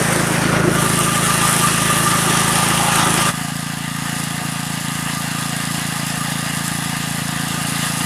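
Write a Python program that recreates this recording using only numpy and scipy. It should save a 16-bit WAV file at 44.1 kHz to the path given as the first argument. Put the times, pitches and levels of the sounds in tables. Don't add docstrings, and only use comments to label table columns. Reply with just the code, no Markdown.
import sys
import numpy as np
from scipy import signal
from scipy.io import wavfile
from scipy.ndimage import uniform_filter1d

SR = 44100
rng = np.random.default_rng(int(sys.argv[2]) if len(sys.argv) > 2 else 0)


def undo_db(level):
    steps = np.asarray(level, float) / 20
    return 10 ** steps


def to_wav(sig):
    pcm = np.clip(np.atleast_2d(sig), -1, 1) * 32767
    pcm = np.round(pcm).astype(np.int16)
    wavfile.write(sys.argv[1], SR, pcm.T)


N = 355005


def even(x):
    return x / np.sqrt(np.mean(x ** 2) + 1e-20)


def read(points, hz):
    f, db = np.transpose(points)
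    return np.interp(np.log(hz + 1), np.log(f + 1), db)[:, None]


def drift(hz):
    return even(signal.lfilter(*signal.butter(2, hz, fs=SR), rng.standard_normal(N)))


def strikes(per_s, spread_db):
    size = undo_db(spread_db * np.minimum(rng.exponential(1, N), 5)) * rng.choice([-1, 1], N)
    return size * (rng.random(N) < per_s / SR)


def ring(hz, width_hz, per_s=260):
    t = np.arange(4000) / SR
    mode = np.exp(-np.pi * width_hz * t) * np.sin(2 * np.pi * hz * t)
    return even(signal.oaconvolve(strikes(per_s, spread_db=2.77), mode)[:N])


def puff(turns, db, centre=0.17, width=0.35):
    return 1 + undo_db(db) * np.exp(-.5 * ((turns % 1 - centre) / width) ** 2)


# (t/s, share 0-1)
DRIVER_SHADE = [(0, 1.), (.72, 0.9), (.81, 0.06)]


def driver_shade(t):
    return np.clip(np.interp(t, *np.transpose(DRIVER_SHADE)), 0, 1)


NOTCH_HZ, NOTCH_WIDTH_OCTAVES = 730, 0.24
# (t/s, level change/dB)
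NOTCH_LEVEL = [(.5, 2), (1, -11), (1.4, -5), (1.8, -12), (2.2, 1.5), (2.9, 9), (3.4, -2), (4.5, -1.2)]


def noise(colour, patchy_db, shaded=None, notched=False):
    frames, hz = N // 256 + 5, np.fft.rfftfreq(1024, 1 / SR)
    t = np.arange(frames) * 256 / SR
    real, imag, patches = rng.standard_normal((frames, 513, 3)).T
    patches = uniform_filter1d(patches, size=9, axis=0)
    patches = even(uniform_filter1d(patches, size=10, axis=1))
    share = driver_shade(t)
    field_db = (1 - share) * read(colour, hz) + share * read(shaded or colour, hz)
    field_db += patchy_db * patches
    if notched:
        notch = np.exp(-.5 * (np.log2((hz + 1) / NOTCH_HZ) / NOTCH_WIDTH_OCTAVES) ** 2)
        field_db += np.outer(notch, np.interp(t, *np.transpose(NOTCH_LEVEL)))
    spectra = (real + 1j * imag) * undo_db(field_db)
    return even(signal.istft(spectra, nperseg=1024, noverlap=768)[1][:N])


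TICK_LOW_HZ, TICK_HIGH_HZ = 7660, 10900
# (t/s, peak level/dB)
STALK_TICKS = [(0.8934, -6), (0.9582, -6), (0.9901, -5), (1.2401, -8), (1.4775, -3), (1.5289, -5),
               (1.6616, -6), (1.7215, -6), (2.4059, -7), (2.6868, -6), (3.1418, -8), (5.5643, -10),
               (6.6802, -9)]


def ticks():
    out, t = np.zeros(N + 800), np.arange(800) / SR
    band = signal.butter(2, [TICK_LOW_HZ, TICK_HIGH_HZ], "band", fs=SR)
    for (s, db), fizz in zip(STALK_TICKS, rng.standard_normal((len(STALK_TICKS), 800))):
        decay = np.exp(-t / .0004) + .15 * np.exp(-t / .004)
        snap = signal.lfilter(*band, fizz * decay)
        out[round(s * SR):][:800] += undo_db(db) * snap / abs(snap).max()
    return out[:N]


def crackle(hiss):
    spit = np.exp(-np.arange(300) / SR / 0.00082)
    spits = signal.oaconvolve(abs(strikes(260, spread_db=2.7)), spit)[:N]
    return even(hiss * (1 + .35 * even(spits)) * undo_db(0.8 * drift(21.0)))


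# (f/Hz, level/dB per Hz)
SWISH_COLOUR = [
    [(2470, -4.5), (4200, -28), (5140, -16), (5740, -10.5), (7510, -3.5), (9710, 3.5), (10800, -1.5),
     (15600, -23)],
    [(2470, -53), (4200, -12), (5030, -5.5), (5680, -14), (6510, -9), (8290, -8.5), (10100, -4.5),
     (12900, -16.5), (15600, -27)],
]
# (f/Hz, level/dB per Hz)
SWISH_SHADED_COLOUR = [(2470, -48), (4200, -18), (6230, -6.5), (7760, -6), (8420, -1.5), (9660, -1),
                       (11600, -9), (15600, -25)]


def swish(place, crack):
    hiss = noise(SWISH_COLOUR[place], patchy_db=1.5, shaded=SWISH_SHADED_COLOUR)
    return even(crackle(hiss) * crack ** 0.69)


HANDLE_HZ, HANDLE_WIDTH_HZ, HANDLE_DB = 1424, 45, -27
HANDLE_FROM_S, HANDLE_TO_S, HANDLE_RISE_DB_PER_S, HANDLE_FALL_DB_PER_S = 0.5, 0.85, 90, 200


def handlebar(t):
    away_db = HANDLE_RISE_DB_PER_S * np.maximum(HANDLE_FROM_S - t, 0)
    away_db += HANDLE_FALL_DB_PER_S * np.maximum(t - HANDLE_TO_S, 0)
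    return undo_db(HANDLE_DB - away_db) * ring(HANDLE_HZ, HANDLE_WIDTH_HZ, per_s=500)


# (multiple of crankshaft speed, level/dB)
CRANK_ORDERS = [
    [(10, -14), (11, -15), (12, -15), (32, -14)],
    [(9, -20), (13, -11), (31, -14)],
]


def belt(turns, place):
    out = 0
    for order, db in CRANK_ORDERS[place]:
        phase = 2 * order * turns + 0.12 * drift(21)
        out = out + undo_db(db + 3.7 * drift(3.3)) * np.sin(2 * np.pi * phase)
    return out


# (f/Hz, width/Hz, level/dB)
DECK_MODES = [(1201.5, 20, -5.5), (1733, 51, -12), (1610, 74, -8), (2792, 31, -11.5), (734, 33, -12.5),
              (1987, 26, -10.5), (901, 16, -10.5), (826, 12, -10), (1031, 17, -18), (2420, 51, -23.5),
              (3365, 39, -12.5)]


def deck():
    return sum(undo_db(db) * ring(hz, width_hz) for hz, width_hz, db in DECK_MODES)


FINS, FLARE_WIDTH_S = 22, 0.01
# (t/s, level/dB)
WHINE_FLARES = [(.86, 9), (.995, 11), (1.08, 10.5), (1.3, 2), (1.645, 10.5), (1.83, 5), (1.91, 10.5),
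                (2.07, 11), (2.14, 8), (2.28, -2), (2.63, 8), (3.27, 0), (6.22, 3)]
WHINE_DB = [-.5, -4]
WHINE_WAVER = [.14, .21]


def fan(turns, place):
    t = np.arange(N) / SR
    flares = sum(undo_db(db) * np.exp(-.5 * ((t - s) / FLARE_WIDTH_S) ** 2) for s, db in WHINE_FLARES)
    level = undo_db(WHINE_DB[place] + 3.8 * drift(14)) + flares
    return level * np.sin(2 * np.pi * (2 * FINS * turns + WHINE_WAVER[place] * drift(25)))


# (f/Hz, level/dB per Hz)
ROAR_COLOUR = [
    [(290, -49), (500, -37), (538, -5), (622, -20), (790, -7.5), (1070, -6.5), (1190, -7), (1290, -2.5),
     (1620, -11), (1780, -4.5), (2260, -14.5), (2780, -8), (4580, -16), (6000, -14), (7800, -20.5),
     (13200, -120)],
    [(290, -42), (500, -17), (584, -15.5), (712, -4.5), (868, -10), (1090, -7), (1210, -10.5), (1430, -9.5),
     (1760, -3), (2030, -6), (2310, -14.5), (2840, -5.5), (3080, -10.5), (3530, -10), (6000, -21),
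     (7800, -16), (13200, -120)],
]
# (f/Hz, level/dB per Hz)
ROAR_SHADED_COLOUR = [(290, -24), (500, 1.5), (655, -5), (815, -3), (1390, -2), (1670, -2), (3180, -11.5),
                      (4000, -16), (6000, -15), (7800, -41), (13200, -120)]


def roar(turns, place, crack):
    air = noise(ROAR_COLOUR[place], patchy_db=1.47, shaded=ROAR_SHADED_COLOUR, notched=True)
    return even(air * crack * puff(turns, db=-19) * undo_db(0.86 * drift(9)))


# (f/Hz, level/dB per Hz)
RUMBLE_COLOUR = [
    [(40, -32), (100, -8.5), (220, -9), (340, 4.5), (410, -3), (480, -11), (580, -5), (750, -11),
     (1000, -53)],
    [(40, -20), (100, -1), (200, -3), (320, 2.5), (400, -10.5), (480, -6), (600, -7.5), (750, -25),
     (1000, -50)],
]


def rumble(turns, place):
    return even(noise(RUMBLE_COLOUR[place], patchy_db=2.5) * puff(turns, db=-3, centre=.33, width=.17))


# (f/Hz, signed strength, t60/s, arrival/ms)
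CHAMBERS = [
    [(108.8, -0.092, 0.083, 4.58), (178.4, 0.31, 0.052, 4.8), (224.7, -0.19, 0.078, 1.54)],
    [(108, 0.41, 0.0075, 4), (152.9, -0.15, 0.05, 6.2), (251.2, -0.19, 0.048, 1.56)],
]
VALVE_SOFTNESS_MS = [0.48, 0.83]
CRANK_HUM_DB = [-15, -17.5]
RATTLE_DB = [-23, -22.5]


def exhaust(turns, place, jitter_ms=.19, uneven_db=.6):
    at = np.flatnonzero(np.diff(np.floor(turns)))
    late, common, *strength = rng.standard_normal((len(at), 5)).T
    at = np.clip(at + np.round(late * jitter_ms * SR / 1000).astype(int), 0, N - 1)
    t, out, firings = np.arange(5000) / SR, np.zeros(N), np.zeros(N)
    for (hz, size, t60_s, arrival_ms), chance in zip(CHAMBERS[place], strength):
        after = np.maximum(t - arrival_ms / 1000, 0)
        firings[at] = undo_db(uneven_db * (common + .7 * chance))
        chamber = size * undo_db(-60 * after / t60_s) * np.sin(2 * np.pi * hz * after)
        out += signal.oaconvolve(firings, chamber)[:N]
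    valve = signal.windows.gaussian(301, VALVE_SOFTNESS_MS[place] * SR / 1000)
    out = signal.oaconvolve(out, valve, "same")
    out = even(signal.lfilter(*signal.butter(1, 60, "high", fs=SR), out))
    rattle = signal.lfilter(*signal.butter(2, [330, 1600], "band", fs=SR), rng.standard_normal(len(t)))
    rattle = rattle * undo_db(-60 * t / 0.044)
    out += undo_db(RATTLE_DB[place]) * even(signal.oaconvolve(firings, rattle)[:N])
    hum = np.sin(2 * np.pi * (2 * turns + 0.24 + .03 * drift(5)))
    return out + undo_db(CRANK_HUM_DB[place] + drift(6)) * hum


# (from/s, to/s)
PLACE_SPANS = [(0, 3.31), (3.32, 8.05)]
ARRIVAL_DB = [(-20.5, -26, -21, -26.5, -21.5), (-26, -43, -29.5, -33.5, -31.5)]
TREND_DB_PER_S = [(-.6, -1.05, .35, 0.19, -0.34), (.35, 1.42, 0.8, 0.37, 0.87)]
SHADED_DB = (-0.5, -0.5, -1.5, -12.5, 0.5)
CLOSEST_DB = (2.5, 7, -2, 1, -5.5)
CLOSEST_S, NEARING_WIDTH_S = .67, .22
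LEAVING_WIDTH_S = (.2, .2, .1, .1, .055)
GRASS_FOLLOW = (.1, .3, .4, .9, 1.05)
# (t/s, level/dB)
GRASS_THICKNESS = [(0, 0), (1.0, -2), (1.3, -0.1), (1.56, 1), (1.8, -.3), (2.5, .5), (2.75, -0.5),
                   (3.25, .5), (3.4, 1), (3.85, -2), (4.15, 1.5), (4.5, 0), (5.0, .3), (5.6, 0.5),
                   (6.15, 0.5), (6.4, 0.5), (6.7, 0.3), (7.3, -1.5), (7.8, 1.5), (8.05, .8)]


def levels(place, t):
    width_s = np.where(t < CLOSEST_S, NEARING_WIDTH_S, np.c_[list(LEAVING_WIDTH_S)])
    closest = np.exp(-.5 * ((t - CLOSEST_S) / width_s) ** 2)
    db = np.outer(ARRIVAL_DB[place], np.ones(len(t)))
    db += np.outer(TREND_DB_PER_S[place], t - PLACE_SPANS[place][0])
    db += np.outer(SHADED_DB, driver_shade(t))
    db += np.c_[list(CLOSEST_DB)] * closest
    db += np.outer(GRASS_FOLLOW, np.interp(t, *np.transpose(GRASS_THICKNESS)))
    return undo_db(db)


CRACK_WIDTH_CYCLES, CRACK_DB = .03, -9
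# (t/s, firing rate/Hz)
FIRING_RATE = [
    [(0.0, 27.497), (0.414, 27.042), (0.828, 27.013), (1.241, 27.242), (1.655, 27.203), (2.069, 27.041),
     (2.482, 27.21), (2.896, 27.477), (3.31, 26.953)],
    [(3.32, 27.698), (3.75, 27.979), (4.18, 27.953), (4.61, 27.827), (5.04, 27.816), (5.47, 27.838),
     (5.9, 27.854), (6.33, 27.787), (6.76, 27.835), (7.19, 27.779), (7.62, 27.902), (8.05, 27.959)],
]
START_CYCLES = [.728, .511]
CRACK_CENTRE = [.175, .125]


def mower(place):
    t = np.arange(N) / SR
    turns = np.cumsum(np.interp(t, *np.transpose(FIRING_RATE[place]))) / SR
    turns += START_CYCLES[place] - turns[round(PLACE_SPANS[place][0] * SR)]
    crack = puff(turns, CRACK_DB, CRACK_CENTRE[place], CRACK_WIDTH_CYCLES)
    pipe_gain, rumble_gain, roar_gain, steel_gain, swish_gain = levels(place, t)
    steel = deck() + fan(turns, place) + belt(turns, place)
    return (swish_gain * swish(place, crack)
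            + handlebar(t)
            + steel_gain * steel
            + roar_gain * roar(turns, place, crack)
            + rumble_gain * rumble(turns, place)
            + pipe_gain * exhaust(turns, place))


CHANGE_S, CHANGE_FADE_S = 3.312, 0.033


def scene():
    far = np.clip((np.arange(N) / SR - CHANGE_S) / CHANGE_FADE_S + .5, 0, 1)
    return ((1 - far) * mower(place=0) + far * mower(place=1) + ticks())[None]


def roll_off(x):
    return signal.sosfilt(signal.butter(12, 15710, fs=SR, output="sos"), x)


def record(dry):
    heard = signal.lfilter(*signal.butter(1, 35, "high", fs=SR), dry)
    lowpass = signal.firwin(255, 15600, window=("kaiser", 9), fs=SR)
    heard = signal.oaconvolve(heard, lowpass[None], "same")
    return roll_off(heard)


dry = scene()
out = record(dry)
to_wav(out)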